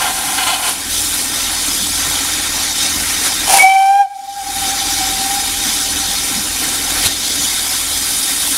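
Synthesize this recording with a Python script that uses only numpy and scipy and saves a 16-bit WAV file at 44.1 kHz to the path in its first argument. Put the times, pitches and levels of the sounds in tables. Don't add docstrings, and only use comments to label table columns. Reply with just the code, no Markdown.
import sys
import numpy as np
from scipy import signal
from scipy.fft import rfft, irfft
from scipy.io import wavfile
from scipy.ndimage import uniform_filter1d, minimum_filter1d

SR = 44100
rng = np.random.default_rng(int(sys.argv[2]) if len(sys.argv) > 2 else 0)


def dump(signal):
    limited = np.clip(np.atleast_2d(signal).T, -1, 1)
    pcm = np.round(limited * 32767).astype(np.int16)
    wavfile.write(sys.argv[1], SR, pcm)


N = 377937
T = np.arange(N) / SR
HZ = np.fft.rfftfreq(N, 1 / SR)

# frequency in Hz, relative level in dB.
STEAM_SPECTRUM = [(100, -17), (180, -7.5), (350, -10.5), (520, -10.5), (1100, -6), (2500, -6), (3300, -5),
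                  (5500, -5), (8000, -6.5), (10000, -4.5), (12500, -12.5), (15500, -20)]
# centre in Hz, width in Hz, gain in dB.
FRAME_RESONANCES = [(287.6, 69.4, 10.5), (792, 148, 7.5), (996, 74, 3.5), (1354, 64, 7.5), (1558, 144, 5.5),
                    (1845, 66, 7.5), (2254, 570, 5), (2927, 122, -9.5), (3011, 58, 10), (3423, 70, 4),
                    (3708, 153, 7.5), (4316, 53, 4.5), (4840, 56, 6.5), (5143, 73, 7), (6010, 260, 5.5),
                    (6830, 140, 5.5)]
# lower edge in Hz, upper edge in Hz.
LEAK_BAND_EDGES = [(900, 2700), (3200, 6500), (8000, 12000)]
# start in Hz, end in Hz.
LEAK_CROSSOVERS = [(350, 800), (2700, 3200), (6500, 8500)]
# roar, hiss and fizz gain in dB until then.
EARLY_DIP_DB = (0, -5.5, -6.5)
# time in seconds, gain in dB.
LOW_END_DRIFT = [(0, -20), (1.5, -18), (3, -16.8), (5.3, -18.5), (7.1, -14.5), (7.7, -19), (8.4, -19.5)]
ROAR_DRIFT = [(1, -31), (1.5, -26.5), (1.8, -29.5), (2.25, -26), (3, -27), (5.4, -28.5), (6.6, -28.5),
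              (7, -26.5), (7.3, -30), (8.5, -29)]
HISS_DRIFT = [(.95, -20.5), (1.25, -22.5), (1.8, -20), (2.1, -22.2), (2.82, -19), (3.03, -23.5), (3.2, -21),
              (4.3, -19.5), (4.55, -23.5), (4.8, -19.5), (5.3, -22.5), (5.75, -20), (6.8, -23), (7.22, -19),
              (7.62, -22), (8.3, -21.2)]
FIZZ_DRIFT = [(1, -20), (1.45, -24), (1.8, -20.5), (2.2, -23.5), (3.1, -22.5), (4.3, -22.5), (5, -24.5),
              (5.55, -22.5), (6.15, -23), (7.5, -22.5), (8.55, -19)]
# frequency in Hz, level in dB before drift and surge.
DRONE_TONES = [(34, -59), (40.2, -41), (61, -48.5), (80.6, -40.5)]
# time in seconds, gain in dB.
DRONE_DRIFT = [(.72, -5.5), (.95, -0.5), (3.1, .7), (5, 0.5), (6.3, -0.5), (7.2, 1), (8.2, -4)]
# frequency in Hz, relative level in dB.
HOARSE_SPECTRUM = [(250, -19), (550, -13.5), (750, 1), (1200, -8), (1800, -9.5), (3300, -5), (5000, -16),
                   (9000, -13), (15000, -31)]
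# centre in Hz, width in Hz, gain in dB.
HOARSE_RESONANCES = [(765, 91, 8), (852, 32, 8.5), (1030, 54, 12.5), (1396, 130, 11), (1584, 70, 11.5),
                     (2073, 26, 14), (2480, 37, 10), (3010, 89, 11), (3350, 110, 8.5), (4370, 390, 9)]
# start in seconds, length in seconds, level in dB, rasp gain in dB.
HOARSE_PUFFS = [(-.02, .11, -19.5, -7), (0.374, 0.017, -17.5, 1), (0.423, 0.013, -25, 7),
                (0.461, 0.087, -20, 6.5), (0.622, 0.068, -24.5, 4)]
# delay in seconds, gain in dB.
FAR_ECHOES = [(.113, -18), (.372, -30), (.5, -42), (.65, -50), (1.372, -44), (1.62, -56), (2.13, -59)]
# peak time in seconds, level in dB, half length in seconds, fizz in Hz.
WET_SPITS = [(0.662, -19, 0.016, 2380), (0.698, -18, 0.034, 9530), (3.265, -14, 0.014, 1490),
             (7.05, -18, .013, 2440), (7.067, -12, 0.014, 3870)]
# frequency in Hz, relative level in dB.
SPIT_SPECTRUM = [(60, -26), (280, 2.5), (550, -1), (1500, -4), (3000, 0), (7000, 0), (10000, 4),
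                 (13500, -7), (15500, -27)]
# peak time in seconds, level in dB, pitch in Hz.
BOILER_KNOCKS = [(1.83, -31, 208), (2.08, -32, 130), (3.26, -29, 300), (5.68, -31, 220),
                 (6.371, -27.5, 217)]
# time in seconds, pitch in Hz.
WHISTLE_PITCH = [(3.48, 781), (3.56, 803), (3.59, 747.8), (3.69, 770), (3.85, 778), (4.016, 807.5),
                 (4.045, 778), (4.09, 700)]
# multiple of the pitch, dB against the geometric mean of the two modes.
WHISTLE_OVERTONES = [(4, -17.5), (5, -23.5), (6, -29), (7, -20), (8, -27), (9, -26)]
# frequency in Hz, relative level in dB.
JET_SPECTRUM = [(100, -17), (300, -8), (550, -4), (750, 12), (1200, -3.5), (2800, -1), (3600, -4.5),
                (6000, -1), (8200, -3), (9700, 2.5), (12000, -6.5), (15500, -16)]
# frequency in Hz, level in dB, seconds to fall by 60 dB.
PIPE_MODES = [(93, -13, 0.06), (250, -27, .05), (1430, -18, 0.09), (3400, -24, .07), (7350, -22, 0.061),
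              (9500, -19, 0.069), (12800, -24, .11), (14100, -32, .06)]


def amp(db):
    return 10 ** (np.asarray(db) / 20)


def unit(x):
    return x / np.sqrt(np.mean(x ** 2) + 1e-20)


def colour(points, resonances=()):
    hz, db = np.transpose(points)
    slope = np.interp(np.log(HZ + 1), np.log(hz), db)
    bells = sum(peak * 2 ** -((2 * (HZ - centre) / width) ** 2) for centre, width, peak in resonances)
    return amp(slope + bells) * HZ ** 3 / (HZ ** 3 + 30 ** 3)


def noise(gain):
    return unit(irfft(rfft(rng.standard_normal(N)) * gain, N))


def wander(rate_hz):
    return noise(1 / np.sqrt(1 + (HZ / rate_hz) ** 4))


def follow(points, t=T):
    return np.interp(t, *np.transpose(points))


def ramp(start, length):
    return np.clip((T - start) / length, 0, 1)


def swell(peak_s, half_length_s):
    return np.exp(-((T - peak_s) / half_length_s) ** 2 / 2)


def leak(swells_back_s=0.902, rise_s=0.07, gust_db=0.74, flutter_db=0.6,
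         eddy_db=2, eddy_s=0.021, eddy_hz=300):
    gain = colour(STEAM_SPECTRUM, FRAME_RESONANCES)
    hz, t, spectra = signal.stft(noise(gain), SR, nperseg=512, noverlap=384)
    early_dip = 1 - np.interp(t, T, ramp(swells_back_s - rise_s / 2, rise_s))
    shape_db = follow(LOW_END_DRIFT, t)
    bands = zip([ROAR_DRIFT, HISS_DRIFT, FIZZ_DRIFT], EARLY_DIP_DB, LEAK_BAND_EDGES, LEAK_CROSSOVERS)
    for drift, dip_db, (low, high), crossover in bands:
        power_share = np.sum(gain[(HZ > low) & (HZ < high)] ** 2) / np.sum(gain ** 2)
        band_db = follow(drift, t) + early_dip * dip_db - 10 * np.log10(power_share)
        shape_db = shape_db + np.interp(hz, crossover, [0, 1])[:, None] * (band_db - shape_db)
    eddies = rng.standard_normal(spectra.shape)
    for _ in range(2):
        eddies = uniform_filter1d(eddies, round(eddy_s / t[1]), axis=1)
        eddies = uniform_filter1d(eddies, round(eddy_hz / hz[1]), axis=0)
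    spectra *= amp(shape_db + eddy_db * unit(eddies))
    steam = signal.istft(spectra, SR, nperseg=512, noverlap=384)[1][:N]
    return steam * amp(gust_db * wander(3.8) + flutter_db * wander(104))


def droplets(level_db=-33, per_s=400, spread_db=-1.0):
    sizes = amp(spread_db * np.minimum(rng.exponential(1, N), 4)) * rng.choice([-1, 1], N)
    clicks = sizes * (rng.random(N) < per_s / SR)
    return amp(level_db) * unit(irfft(rfft(clicks) * colour(STEAM_SPECTRUM), N))


def engine_drone(waver=0.0067, throb_db=1, rumble_db=-44, surge_hz=1.0):
    tones = np.zeros(N)
    for hz, db in DRONE_TONES:
        level = amp(db + throb_db * wander(0.63))
        pitch = hz * (1 + waver * wander(4))
        tones += level * np.sin(2 * np.pi * np.cumsum(pitch) / SR)
    rumble = amp(rumble_db) * noise(colour([(30, 2), (70, -4.5), (130, -7.5), (400, -52), (2000, -90)]))
    cycle = 2 * np.pi * surge_hz * T
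    surge_db = 1.1 * np.cos(cycle) + 2.2 * np.cos(2 * cycle)
    return (np.sqrt(2) * tones + rumble) * amp(follow(DRONE_DRIFT) + surge_db)


def puff(start, length, attack_s=0.012, release_s=0.023):
    return ramp(start, attack_s) * np.exp(-np.maximum(T - start - length, 0) / release_s)


def hoarse_blow(shut_off_s=0.694, trickle_db=-23, spray_db=-24, sputter_db=1.1, rasp_hz=2600):
    steam = noise(colour(HOARSE_SPECTRUM, HOARSE_RESONANCES))
    hoot = irfft(rfft(steam) / (1 + (HZ / rasp_hz) ** 8), N)
    rasp = steam - hoot
    trickle = puff(0, shut_off_s)
    blow = amp(trickle_db) * trickle * (hoot + amp(-5.5) * rasp)
    for start, length, db, rasp_db in HOARSE_PUFFS:
        blow += amp(db) * puff(start, length) * (hoot + amp(rasp_db) * rasp)
    spray = amp(spray_db) * trickle * noise(1 / (1 + ((HZ - 9800) / 2300) ** 2))
    return blow * amp(sputter_db * wander(50)) + spray


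def surroundings(source, station=(-27, 0.99), open_air=(-38, 6.3), smear_s=0.11, smear=0.055,
                 air_hz=2800):
    taps = rng.standard_normal(N)
    response = np.zeros(N)
    for db, t60 in (station, open_air):
        tail = taps * amp(-60 * T / t60) * (T > .03)
        response += amp(db) * tail / np.linalg.norm(tail)
    for delay, db in FAR_ECHOES:
        scatter = taps * np.exp(-abs(T - delay) / smear_s) * (T > delay)
        response += amp(db) * smear * scatter / np.linalg.norm(scatter)
        response[round(delay * SR)] += amp(db)
    dulled = irfft(rfft(source) / (1 + (HZ / air_hz) ** 2), N)
    return signal.fftconvolve(dulled, response)[:N]


def spits(sputter_db=2, fizz_width_hz=650, fizz_db=9):
    bursts = np.zeros(N)
    for peak_s, db, half_length_s, fizz_hz in WET_SPITS:
        fizz = noise(colour(SPIT_SPECTRUM, [(fizz_hz, fizz_width_hz, fizz_db)]))
        bursts += amp(db) * swell(peak_s, half_length_s) * fizz
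    return bursts * amp(sputter_db * wander(150))


def boiler_knocks(half_length_s=0.022, half_width_hz=40):
    return sum(amp(db) * swell(peak_s, half_length_s) * noise(1 / (1 + ((HZ - hz) / half_width_hz) ** 4))
               for peak_s, db, hz in BOILER_KNOCKS)


def mode_jump(at_s, jump_s=0.003):
    return .5 + .5 * np.tanh((T - at_s) / jump_s / 2)


def whistle(pull_s=3.448, overblow_s=3.592, clear_s=3.636, let_go_s=4.009,
            jitter=0.003, wet_jitter=0.0109):
    valve = ramp(pull_s, .155) * (1 - ramp(let_go_s, .076))
    flow = valve ** 1.6
    overblown, clear = mode_jump(overblow_s), mode_jump(clear_s)
    wet = 1 - overblown
    drying_s = np.maximum(T - clear_s, 0)
    fundamental = amp(18.5 + 5 * drying_s) * flow * (amp(-13) * wet * flow + clear)
    octave_ratio = amp(-31 + 33 * drying_s) * flow ** 0.56
    third = amp(13.5 - 55 * drying_s) * flow * (amp(-28) * wet + overblown)
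    jet_db = 5.5 - 29 * drying_s + 0.5 * (1 - clear)
    pitch = follow(WHISTLE_PITCH) * (1 + (jitter + wet_jitter * wet) * wander(106))
    phase = 2 * np.pi * np.cumsum(pitch) / SR
    shaken = phase + 0.066 * wander(150)
    overtones = sum(amp(db + 2.5 * wander(28.9)) * np.sin(k * shaken) for k, db in WHISTLE_OVERTONES)
    note = fundamental * (np.sin(phase) + octave_ratio * np.sin(2 * shaken)) * amp(wander(9.4))
    note += third * np.sin(3 * phase) * amp(2.5 * wander(50))
    settled = 1 - np.exp(-drying_s / 0.024)
    note += np.sqrt(fundamental * third) * overtones * settled
    jet = flow * noise(colour(JET_SPECTRUM, [(1900, 210, -4), (4060, 300, 1)]))
    return np.sqrt(2) * note + jet * amp(jet_db + 1.4 * wander(99))


def water_hammer(strike_s=7.056, rise_s=0.0017, rattle_db=2):
    age = np.maximum(T - strike_s, 0)
    ring = sum(amp(db - 60 * age / t60) * np.sin(2 * np.pi * hz * age) for hz, db, t60 in PIPE_MODES)
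    return ring * (1 - np.exp(-age / rise_s)) * amp(rattle_db * wander(200))


def scene():
    call = whistle() + hoarse_blow()
    engine = leak() + droplets() + engine_drone() + spits() + boiler_knocks() + water_hammer()
    mono = engine + call + surroundings(call)
    return np.array([mono, mono])


def record(dry, limit_db=-5, attack_s=0.047, hold_s=0.069, recovery_db_per_s=58, top_hz=15750):
    peak_db = -minimum_filter1d(-20 * np.log10(abs(dry[0]) + 1e-9), size=441)
    pole = np.exp(-1 / (attack_s * SR))
    over_db = signal.lfilter([1 - pole], [1, -pole], np.maximum(peak_db - limit_db, 0))
    hold_samples = 2 * int(hold_s * SR / 2) + 1
    held_db = -minimum_filter1d(-over_db, hold_samples, origin=hold_samples // 2)
    recovery_db = recovery_db_per_s * T
    cut_db = np.maximum.accumulate(held_db + recovery_db) - recovery_db
    ducked = np.clip(dry * amp(-cut_db), -1, 1)
    lowpass = signal.firwin(511, top_hz, window=("kaiser", 9), fs=SR)
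    return signal.oaconvolve(ducked, lowpass[None], "same")


dry = scene()
out = record(dry)
dump(out)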